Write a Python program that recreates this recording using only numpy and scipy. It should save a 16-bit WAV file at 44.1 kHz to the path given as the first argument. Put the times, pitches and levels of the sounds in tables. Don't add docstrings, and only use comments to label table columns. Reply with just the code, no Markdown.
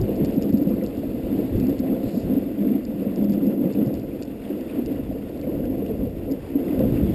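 import sys
import numpy as np
from scipy import signal
from scipy.fft import rfft, irfft, next_fast_len
from scipy.io import wavfile
from scipy.ndimage import uniform_filter1d

SR = 44100
rng = np.random.default_rng(int(sys.argv[2]) if len(sys.argv) > 2 else 0)


def decibels_to_gain(level_db):
    exponent = np.asarray(level_db, float) / 20
    return 10 ** exponent


def persist_wave(psi):
    counts = np.round(np.clip(psi, -1, 1) * 32767).astype(np.int16)
    wavfile.write(sys.argv[1], SR, np.atleast_2d(counts).T)


N = 314874

# (time [s], shaking change [dB], half length [s])
TRAIL_HUMPS = [(3.28, -4, 0.013), (.1, 10, 0.053), (.22, 10.5, 0.038), (.46, 6, 0.013), (.52, -14, 0.0062),
               (.72, 1, 0.067), (1.05, 1.5, 0.08), (1.39, 8, 0.082), (1.67, 6, 0.11), (1.91, 7.5, 0.064),
               (2.17, 1.5, 0.042), (2.33, 6.5, 0.073), (2.62, 6, 0.018), (2.72, 10, 0.08), (3.04, 4, 0.094),
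               (3.21, 6, 0.038), (3.64, 4.5, 0.024), (3.72, -2.5, 0.018), (3.82, 10, 0.013),
               (4.21, 7, 0.11), (4.26, -12, 0.02), (4.57, 10, 0.085), (4.79, 11.5, 0.063), (4.92, 8, 0.04),
               (5.53, 4.5, 0.048), (6.03, 2, 0.052), (6.31, 7, 0.071), (6.45, -8.5, 0.095),
               (6.56, 2, 0.088), (6.7, 8, 0.22), (.405, -8, .008), (.64, -11, 0.0088), (1.48, -5.5, 0.023),
               (1.775, -5, .015), (3.555, -5, .008), (3.742, -9, 0.0079), (4.075, -9, 0.0075),
               (4.185, -12, 0.0054), (4.228, -13, .005), (6.52, 1, .02), (6.39, -3.5, .04)]
# (time [s], change [dB], half length [s])
SLAT_CHATTER = [(.01, 5, 0.016), (.64, 1, .03), (1.162, -0.5, 0.033), (1.282, 3.5, 0.033),
                (1.44, 2.5, 0.026), (1.64, -2.5, 0.068), (1.8, -6, .02), (2.44, 2.5, 0.037),
                (3.1, 0, 0.057), (3.72, 0.5, 0.026), (4.5, -0.5, .05), (4.84, -6, 0.025), (4.994, 5, 0.015),
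                (5.16, 4.5, 0.039), (5.3, 1, 0.024), (5.498, 8, 0.019), (5.905, 4, 0.016), (6.32, 0, 0.021),
                (6.6, 0, .04), (6.83, 5.5, 0.033)]


def evened(x):
    return x / np.sqrt(np.mean(x ** 2) + 1e-20)


def curve(table, index):
    rows = np.array(table)
    return np.interp(np.arange(N) / SR, rows[:, 0], rows[:, index])


def bells(events):
    t = np.arange(0, N + 64, 64) / SR
    total_db = sum(db * np.exp(-((t - s) / half_s) ** 2) for s, db, half_s in events)
    return np.interp(np.arange(N) / SR, t, total_db)


def add(mix, s, sound):
    part = mix[round(s * SR):][:len(sound)]
    part += sound[:len(part)]


def resonate(x, hz, width_hz):
    turn = np.exp(2j * np.pi * np.cumsum(hz * np.ones(len(x))) / SR)
    r = np.exp(-np.pi * width_hz / SR)
    once = signal.lfilter([1 - r], [1, -r], x / turn)
    twice = signal.lfilter([1 - r], [1, -r], once)
    return 2 * (turn * twice).real


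def wobble(hz):
    smooth = uniform_filter1d(rng.standard_normal(N), 200)
    return evened(signal.lfilter([1], [1, -np.exp(-2 * np.pi * hz / SR)], smooth))


def noise(points, patchy_db, flicker_db, size):
    frames, hz = 4 * N // size + 8, np.fft.rfftfreq(size, 1 / SR)
    a, b, patches = rng.standard_normal((frames, len(hz), 3)).T
    patches = uniform_filter1d(patches, size=5, axis=0)
    patches = evened(uniform_filter1d(patches, size=8, axis=1))
    flicker = evened(uniform_filter1d(rng.standard_normal(frames), size=3))
    f, db = np.transpose(points)
    shape_db = np.interp(np.log(hz + 1), np.log(f + 1), db)[:, None]
    spectra = (a + 1j * b) * decibels_to_gain(shape_db + patchy_db * patches + flicker_db * flicker)
    return evened(signal.istft(spectra, nperseg=size, noverlap=3 * size // 4)[1][:N])


def frame():
    # (frequency [Hz], width [Hz], level [dB])
    frame_modes = [(159.5, 60, -12.5), (203.1, 13.7, 3), (242, 28.2, -2), (269.2, 21.2, 1),
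                   (287.9, 19.7, 1.5), (335.8, 35, -3.5)]
    # (frequency [Hz], width [Hz], level [dB])
    slat_modes = [(450, 69, 0), (523, 22.2, 1.5), (554.8, 46, -4.5), (663.5, 77, -10), (753, 130, -19),
                  (1031, 125, -31)]
    # (time [s], roughness [dB], slat chatter [dB])
    trail = [(0, -35, 5), (.3, -24, 0.5), (.82, -22.5, 0), (.9, -32.5, 1), (1.2, -27.5, -0.5),
             (1.5, -28, -0.5), (2.0, -29, 2.5), (2.5, -25.5, -1.5), (2.85, -29.5, -3.5), (3.14, -26.5, 0.5),
             (3.5, -20.5, 0), (3.88, -24.5, 1.5), (4.06, -32.5, -1), (4.45, -34.5, -1.5), (5.3, -32, -1),
             (5.75, -25, 1.5), (6.2, -35.5, 1), (7.14, -24.5, 0.5)]
    # (time [s], change [dB], half length [s])
    flex = [(.08, 0.5, 0.033), (1.2, -3, .03), (1.5, 6, 0.041), (1.7, -4.5, .04), (2.32, 6, 0.046),
            (2.8, -5, 0.054), (2.96, 8.5, 0.029), (3.08, 4.5, .03), (3.3, 7.5, 0.095), (3.48, 2.5, 0.032),
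            (3.59, -6, 0.017), (4.04, 5, 0.022), (4.2, -9, 0.035), (4.4, -3, 0.054), (4.62, -12, 0.063),
            (4.83, -9, 0.065), (5.23, 5, .06), (5.41, 5.5, 0.03), (5.8, -8, .03), (6.28, -11, 0.028),
            (6.4, 10, 0.032), (6.54, -15, 0.098), (6.68, 5, 0.019), (7.04, 13, 0.027)]
    lumps_per_s, slats_db, slats_on_rough, slats_on_hump = 260, -37, 0.45, 0.56

    sizes = decibels_to_gain(5.5 * np.minimum(rng.exponential(1, N), 4)) * rng.choice([-1., 1.], N)
    lumps = evened(sizes * (rng.random(N) < lumps_per_s / SR))
    drive = (0.44 * lumps + 0.9 * rng.standard_normal(N)) * decibels_to_gain(0.65 * wobble(hz=14))

    def ring(modes):
        return [(-1) ** k * decibels_to_gain(db) * resonate(drive, hz, 1.57 * width_hz)
                for k, (hz, width_hz, db) in enumerate(modes)]

    low = ring(frame_modes)
    low = evened(decibels_to_gain(bells(flex)) * sum(low[:2]) + sum(low[2:]))
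    slats = evened(sum(ring(slat_modes)))
    rough_db, hump_db = curve(trail, index=1), bells(TRAIL_HUMPS)
    slats_db = slats_db + bells(SLAT_CHATTER) + curve(trail, index=2)
    slats_db = slats_db + slats_on_rough * (rough_db - rough_db.mean()) + slats_on_hump * hump_db
    return decibels_to_gain(rough_db + hump_db - 0.5) * low + decibels_to_gain(slats_db) * slats


def jolts():
    # (time [s], peak [dB], frequency [Hz])
    ridges = [(0.375, -0.5, 197), (4.66, -10.5, 324), (0.203, -4, 294), (0.291, -6, 275), (0.539, 4, 214),
              (0.569, -3, 206), (0.612, 3.5, 291.5), (0.666, 3.5, 190), (1.142, -5.5, 242),
              (1.569, -9, 204), (1.795, -2, 269), (1.894, 3, 267), (2.035, -3, 271), (2.169, 2, 242),
              (2.884, -3.5, 230), (3.754, -14, 241), (3.906, -4, 257), (4.124, -7.5, 277),
              (4.277, -9, 261.3), (4.498, -7, 353), (4.882, -18, 270), (4.99, -4.5, 270), (5.093, -7, 279),
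              (5.351, -5, 251), (5.466, -6.5, 244), (5.487, -4.5, 325), (5.62, -6.5, 247), (6.026, -4, 245),
              (6.552, 0.5, 279), (7.088, -2, 205), (0.175, -14, 280), (0.243, -8, 267), (0.704, -4, 242),
              (0.976, -5, 243), (1.037, -6, 280), (3.22, -8, 215), (1.318, -3, 258), (1.53, -14, 264),
              (1.625, 0, 246), (1.68, 2.5, 272), (2.11, -14, 318), (2.286, -17, 225), (2.311, -2.5, 215),
              (2.368, 0, 268), (2.61, -13, 202), (2.71, -2, 267), (3.012, -10, 218), (3.308, -8, 248),
              (3.425, -3.5, 272), (3.625, -1.5, 284), (3.779, -2, 209), (4.44, -21, 276), (4.95, -9.5, 278),
              (5.545, -9, 300), (5.999, -7.5, 284), (6.59, -7, 263), (6.796, -15, 262)]
    # (time [s], peak [dB], frequency [Hz])
    slaps = [(0.09, -9, 368), (1.032, -18.5, 617), (2.5, -24, 570), (3.64, -13, 534), (5.11, -21.5, 618),
             (5.468, -15.5, 520), (5.82, -12.5, 450), (5.95, -21, 567), (6.74, -16, 450),
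             (6.85, -11.5, 502), (0.32, -14.5, 437), (0.378, -20, 470), (0.596, -18, 502),
             (0.707, -15, 493), (0.822, -12, 517), (1.832, -18, 530), (2.373, -25, 554), (3.018, -17, 480),
             (0.67, -15.5, 514), (4.876, -16, 450), (5.442, -17, 518), (5.651, -14, 523), (6.065, -13, 480),
             (6.802, -10, 520), (0.438, -18, 458), (0.635, -19, 420), (0.743, -24, 497),
             (1.241, -23.5, 506), (1.391, -13.5, 443), (1.901, -19, 528), (1.92, -14.5, 537),
             (2.415, -26, 450), (2.651, -15.5, 437), (3.053, -18, 565), (3.374, -23, 460),
             (3.521, -15, 533), (3.784, -12, 467), (4.146, -20, 496), (5.157, -20.5, 447),
             (5.549, -18, 550), (5.596, -16.5, 536), (5.907, -9.5, 430), (6.274, -19, 500),
             (6.318, -17, 486), (6.599, -20, 450), (1.182, -23, 536), (1.266, -22, 520), (2.326, -25, 580)]
    # (time [s], peak [dB], frequency [Hz])
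    load_drops = [(0.86, -16.5, 70), (2.16, -14, 127), (3.28, -29, 110), (3.73, -16, 119),
                  (3.98, -15.5, 121), (1.23, -12, 45), (0.013, -5, 102), (0.21, -1.5, 147),
                  (2.252, -8, 159), (3.86, -3.5, 131), (6.905, -9, 126), (7.019, -1, 72)]
    # (time [s], peak [dB], frequency [Hz])
    washboards = [(0.07, -8, 330), (0.09, -6, 280), (2.13, -4, 184), (0.839, -12, 480), (3.8, -14, 300),
                  (3.648, 1.5, 189), (3.797, -2, 195), (6.299, -1.5, 273.3), (6.69, -0.5, 313),
                  (6.82, 2, 217), (6.8, -14, 518), (7.7, -7, 440), (3.66, -11, 520)]

    out, t = np.zeros(N), np.arange(9000) / SR
    for events, rise_s, trim_db, t60_s in ((ridges, 0.007, -3.5, 0.06),
                                           (slaps, 0.0025, -4, 0.064),
                                           (load_drops + washboards, 0.012, -4, 0.092)):
        rise = 1 - np.exp(-(t / rise_s) ** 2)
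        for s, db, hz in events:
            decay = decibels_to_gain(db + trim_db - 60 * t / t60_s)
            add(out, s, decay * rise * np.sin(2 * np.pi * hz * t))
    return out


def snow():
    # (frequency [Hz], density [dB per Hz])
    hiss_spectrum = [(470, -21), (800, -5.5), (907, -13), (1200, -14), (1430, -13.5), (1650, -16.5),
                     (1980, -13), (2250, -15.5), (2510, -14.5), (2740, -12), (3150, -20), (3320, -17.5),
                     (3650, -19), (3820, -25.5), (4830, -22.5), (5900, -34.5), (7670, -51), (13000, -120)]
    # (time [s], level [dB])
    glide = [(0.0, -53), (0.12, -54), (1.09, -55.5), (1.43, -53.5), (2.3, -54.5), (2.9, -56), (3.56, -54),
             (4.32, -57.5), (4.45, -55.5), (4.59, -56), (4.77, -54.5), (5.19, -56.5), (5.73, -56.5),
             (6.24, -57), (6.82, -54), (7.14, -50.5)]
    # (time [s], hiss change [dB], half length [s])
    patches = [(.3, 2.5, 0.043), (1.88, -2, 0.054), (2.86, -1, 0.052), (3.58, -2, .04), (3.74, 2, 0.087),
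               (4.28, -1, .04), (4.7, 4, 0.027), (5.9, 2.5, 0.042), (6.45, 4, 0.048), (6.97, 4, 0.026),
               (.4, -2, .03), (1.08, -1, .03), (1.24, 1.5, .03), (3.84, -2.5, 0.015), (4.36, -2, 0.034),
               (4.45, 2.5, .04), (5.28, 3, 0.02), (6.12, -2.5, .03), (6.28, -1.5, 0.025), (6.72, 1.5, .04)]
    # (time [s], level [dB])
    spray = [
        (2.0, -66),
        (2.05, -59),
        (2.075, -55),
        (2.16, -55.5),
        (2.215, -56),
        (2.24, -63),
        (2.27, -72),
    ]
    glide_db, hiss_on_hump = 3, 0.2

    crackle = decibels_to_gain(2.3 * np.minimum(rng.exponential(1, N), 3)) * (rng.random(N) < 150 / SR)
    grain = 1 + 0.31 * signal.oaconvolve(crackle, np.exp(-np.arange(300) / 60.))[:N]
    hiss = noise(hiss_spectrum, patchy_db=1.5, flicker_db=0.55, size=512)
    hiss = evened(grain * decibels_to_gain(0.5 * wobble(hz=5)) * hiss)
    hiss_db = glide_db + bells(patches) + curve(glide, index=1)
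    hiss_db = hiss_db + hiss_on_hump * bells(TRAIL_HUMPS + SLAT_CHATTER)

    flakes = rng.standard_normal(N) * (1 + 2.5 * (rng.random(N) < 900 / SR))
    sweep_hz = np.interp(np.arange(N) / SR, (2.06, 2.2), (4250, 4900))
    powder = evened(resonate(flakes, sweep_hz, width_hz=1700)) * decibels_to_gain(0.6 * wobble(hz=40))
    return decibels_to_gain(hiss_db) * hiss + decibels_to_gain(curve(spray, index=1)) * powder


def scrapes():
    # (time [s], peak [dB], frequency [Hz], length [s])
    breaks = [(0.807, -48, 2100, 0.016), (1.443, -51, 2690, 0.015), (1.718, -51, 1920, 0.015),
              (1.86, -45, 2000, 0.03), (1.9, -53, 2700, 0.025), (1.92, -48, 1320, .02),
              (1.875, -47, 2650, .015), (0.7, -47, 1080, 0.043), (4.106, -53, 2500, 0.032),
              (4.187, -53, 1900, 0.011), (4.272, -54, 3400, 0.015), (4.6094, -59, 2100, 0.018),
              (4.69, -46.5, 2600, 0.015), (4.411, -54, 2300, 0.04), (4.78, -59, 3100, 0.028),
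              (4.19, -52, 2600, .01), (5.427, -46, 2260, 0.018), (5.637, -49, 1620, 0.022),
              (6.447, -51, 2320, 0.019), (6.679, -41, 2040, 0.0078), (6.7491, -46, 1940, 0.0092),
              (6.972, -46, 2570, 0.012)]

    out, t = np.zeros(N), np.arange(4000) / SR
    for s, db, hz, length_s in breaks:
        u = t / max(length_s, 0.002)
        grit = evened(resonate(rng.standard_normal(4000), hz, width_hz=400))
        add(out, s, decibels_to_gain(db - 4.5) * grit * 3 * u * np.exp(1 - 3 * u))
    return out


def rattle():
    # (time [s], peak [dB], each bounce [dB], first gap [ms], lower ring [dB])
    strikes = [(0.015, -40.5, -8, 6.6, -16), (0.158, -50, -2, 4.9, -9), (0.248, -37, -6, 6.7, 0),
               (0.424, -38.5, -6, 7.6, 2), (0.573, -46, -3, 5.6, -10), (0.6931, -50, -6, 7.7, -2),
               (0.8635, -40, -14, 8.8, -10), (1.5996, -43, -8, 6.6, 2), (1.696, -46, -6, 6.2, -2),
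               (1.7915, -40.5, -7, 5.4, -5), (3.332, -50, -0.5, 4.6, -8), (3.734, -51, 1, 3.6, -10),
               (3.9413, -42, -9, 10.5, -10), (4.224, -37, -6, 7.2, 0.5), (6.314, -47, -7, 9, -4)]
    # (time [s], peak [dB], lower ring [dB])
    touches = [(0.3098, -55, -1), (0.3438, -52, -9), (0.3648, -50, -4), (0.417, -52, -12), (0.4935, -50, 3),
               (0.5253, -51, -9), (0.6358, -52, -13), (0.838, -46, -4), (0.9715, -50, -3), (0.9936, -55, 0),
               (1.669, -48, 3), (1.734, -53, 1), (2.339, -53, 0), (2.8518, -45, -5), (3.16, -42.5, -2.5),
               (3.2452, -51, 4), (3.297, -46, -11), (3.3216, -47, -8), (3.4672, -51, -2),
               (3.7254, -47, -19), (3.8623, -51, -6), (3.8735, -53, 6), (3.997, -46, -10), (4.6097, -52, 8),
               (4.8607, -39.5, -1), (4.868, -49, 0), (1.563, -51, 0), (1.5746, -53, 0), (1.639, -54, 0),
               (1.672, -51, 0), (1.7828, -54, 0), (3.2412, -54, 0), (0.6744, -55, 0), (0.2885, -55, -5),
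               (0.26, -46, -4), (6.3204, -44.5, -8), (4.2765, -60, 14), (4.253, -53, 2), (5.3746, -51, -2),
               (5.414, -46, 2), (5.6549, -51, 13), (5.864, -54, 16), (6.795, -50, 12)]
    # (frequency [Hz], level [dB], t60 [s])
    case_low = [(2780, -1.5, 0.0079), (1900, -10, .008), (1200, -26, .008)]
    # (frequency [Hz], level [dB], t60 [s])
    case_high = [(4805, 7, 0.0047), (5260, -1.5, 0.0074), (3760, -9, 0.011)]

    ticks = list(touches)
    for s, db, bounce_db, gap_ms, low_db in strikes:
        for k, gaps in enumerate((0, 1, 1.5)):
            ticks.append((s + gaps * gap_ms / 1000, db + k * bounce_db, low_db))

    out, t = np.zeros(N), np.arange(900) / SR
    onset = 1 - np.exp(-t / 0.00029)
    for s, db, low_db in ticks:
        odd = rng.standard_normal(12)
        modes = [(hz, d + low_db, t60_s) for hz, d, t60_s in case_low] + case_high
        ring = 0
        for k, (hz, d, t60_s) in enumerate(modes):
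            mode_hz = hz * (1 + 0.034 * odd[k + 6])
            ring = ring + decibels_to_gain(d + 0.8 * odd[k] - 60 * t / t60_s) * np.sin(2 * np.pi * mode_hz * t)
        add(out, s - 0.0001, decibels_to_gain(0.89 * (db + 46) - 40.4) * ring * onset)
    return out


def snaps():
    # (time [s], peak [dB])
    flicks = [
        (2.3384, -49),
        (5.8625, -35),
        (5.9594, -46),
        (6.7926, -27),
    ]

    out, u = np.zeros(N), np.arange(60) / 5.9
    for s, db in flicks:
        add(out, s + 0.00054, decibels_to_gain(db + 1.5) * (1 - u) * np.exp(-u))
    return out


def wind():
    # (frequency [Hz], density [dB per Hz])
    wind_spectrum = [(8, -58), (32, -6.5), (58, -2.5), (90, -2), (140, -2.5), (200, -9), (400, -9.5),
                     (700, -59)]
    # (time [s], level [dB])
    breeze = [(0, -26.5), (.15, -32.5), (.85, -38.5), (1.3, -37), (1.6, -28.5), (1.9, -41.5), (2.4, -38.5),
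              (2.75, -46), (2.9, -44), (3.75, -45.5), (4.0, -36), (4.5, -44.5), (5.1, -33), (5.45, -41),
              (5.9, -32.5), (6.4, -34), (6.7, -38.5), (7.14, -23.5)]
    # (time [s], change [dB], half length [s])
    gusts = [(.02, 6.5, 0.028), (4.65, -1.5, 0.074), (2.85, 7, 0.039), (4.4, 4, 0.054), (.24, 1, 0.04),
             (.54, 22, 0.0088), (.73, 5, 0.036), (1.09, 5.5, 0.033), (1.2, 5, 0.024), (1.41, -0.5, .04),
             (1.55, 10.5, 0.027), (1.81, 6.5, .03), (2.06, 9.5, 0.025), (2.13, -8, .025),
             (2.26, 13.5, 0.029), (4.26, -4, 0.014), (4.85, 4, 0.035), (5.44, 5, .03), (5.58, 8.5, 0.086),
             (6.86, 9.5, 0.068), (6.95, 3, .05)]

    thuds = noise(wind_spectrum, patchy_db=1.0, flicker_db=1.2, size=2048)
    return decibels_to_gain(curve(breeze, index=1) + bells(gusts)) * thuds


def scene():
    return (frame() + jolts() + snow() + scrapes() + rattle() + snaps() + wind())[None]


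def low_pass(x):
    return signal.sosfilt(signal.butter(12, 16410, fs=SR, output="sos"), x)


def record(dry):
    hold_hz, play_hz = 12000, 48000
    size = next_fast_len(N + 4096)
    ongoing = np.pad(dry, ((0, 0), (2048, size - N - 2048)), "reflect")
    ongoing = ongoing * signal.windows.tukey(size, 2048 / size)
    hz = np.fft.rfftfreq(size, 1 / SR) + 1e-3
    limited = irfft(rfft(ongoing) / (1 + (hz / 5750) ** 30), size)
    mirrored = limited * (1 + 2 * np.cos(2 * np.pi * hold_hz * np.arange(size) / SR))
    step = np.sin(np.pi * hz / hold_hz) / np.sin(np.pi * hz / play_hz) * hold_hz / play_hz
    own_hiss = decibels_to_gain(-69.5) * rng.standard_normal(size)
    edge = decibels_to_gain(-60 * np.clip((hz - 15250) / 350, 0, 1))
    held = irfft((rfft(mirrored) * step + rfft(own_hiss)) * edge, size)[:, 2048:N + 2048]
    return low_pass(held)


dry = scene()
out = record(dry)
persist_wave(out)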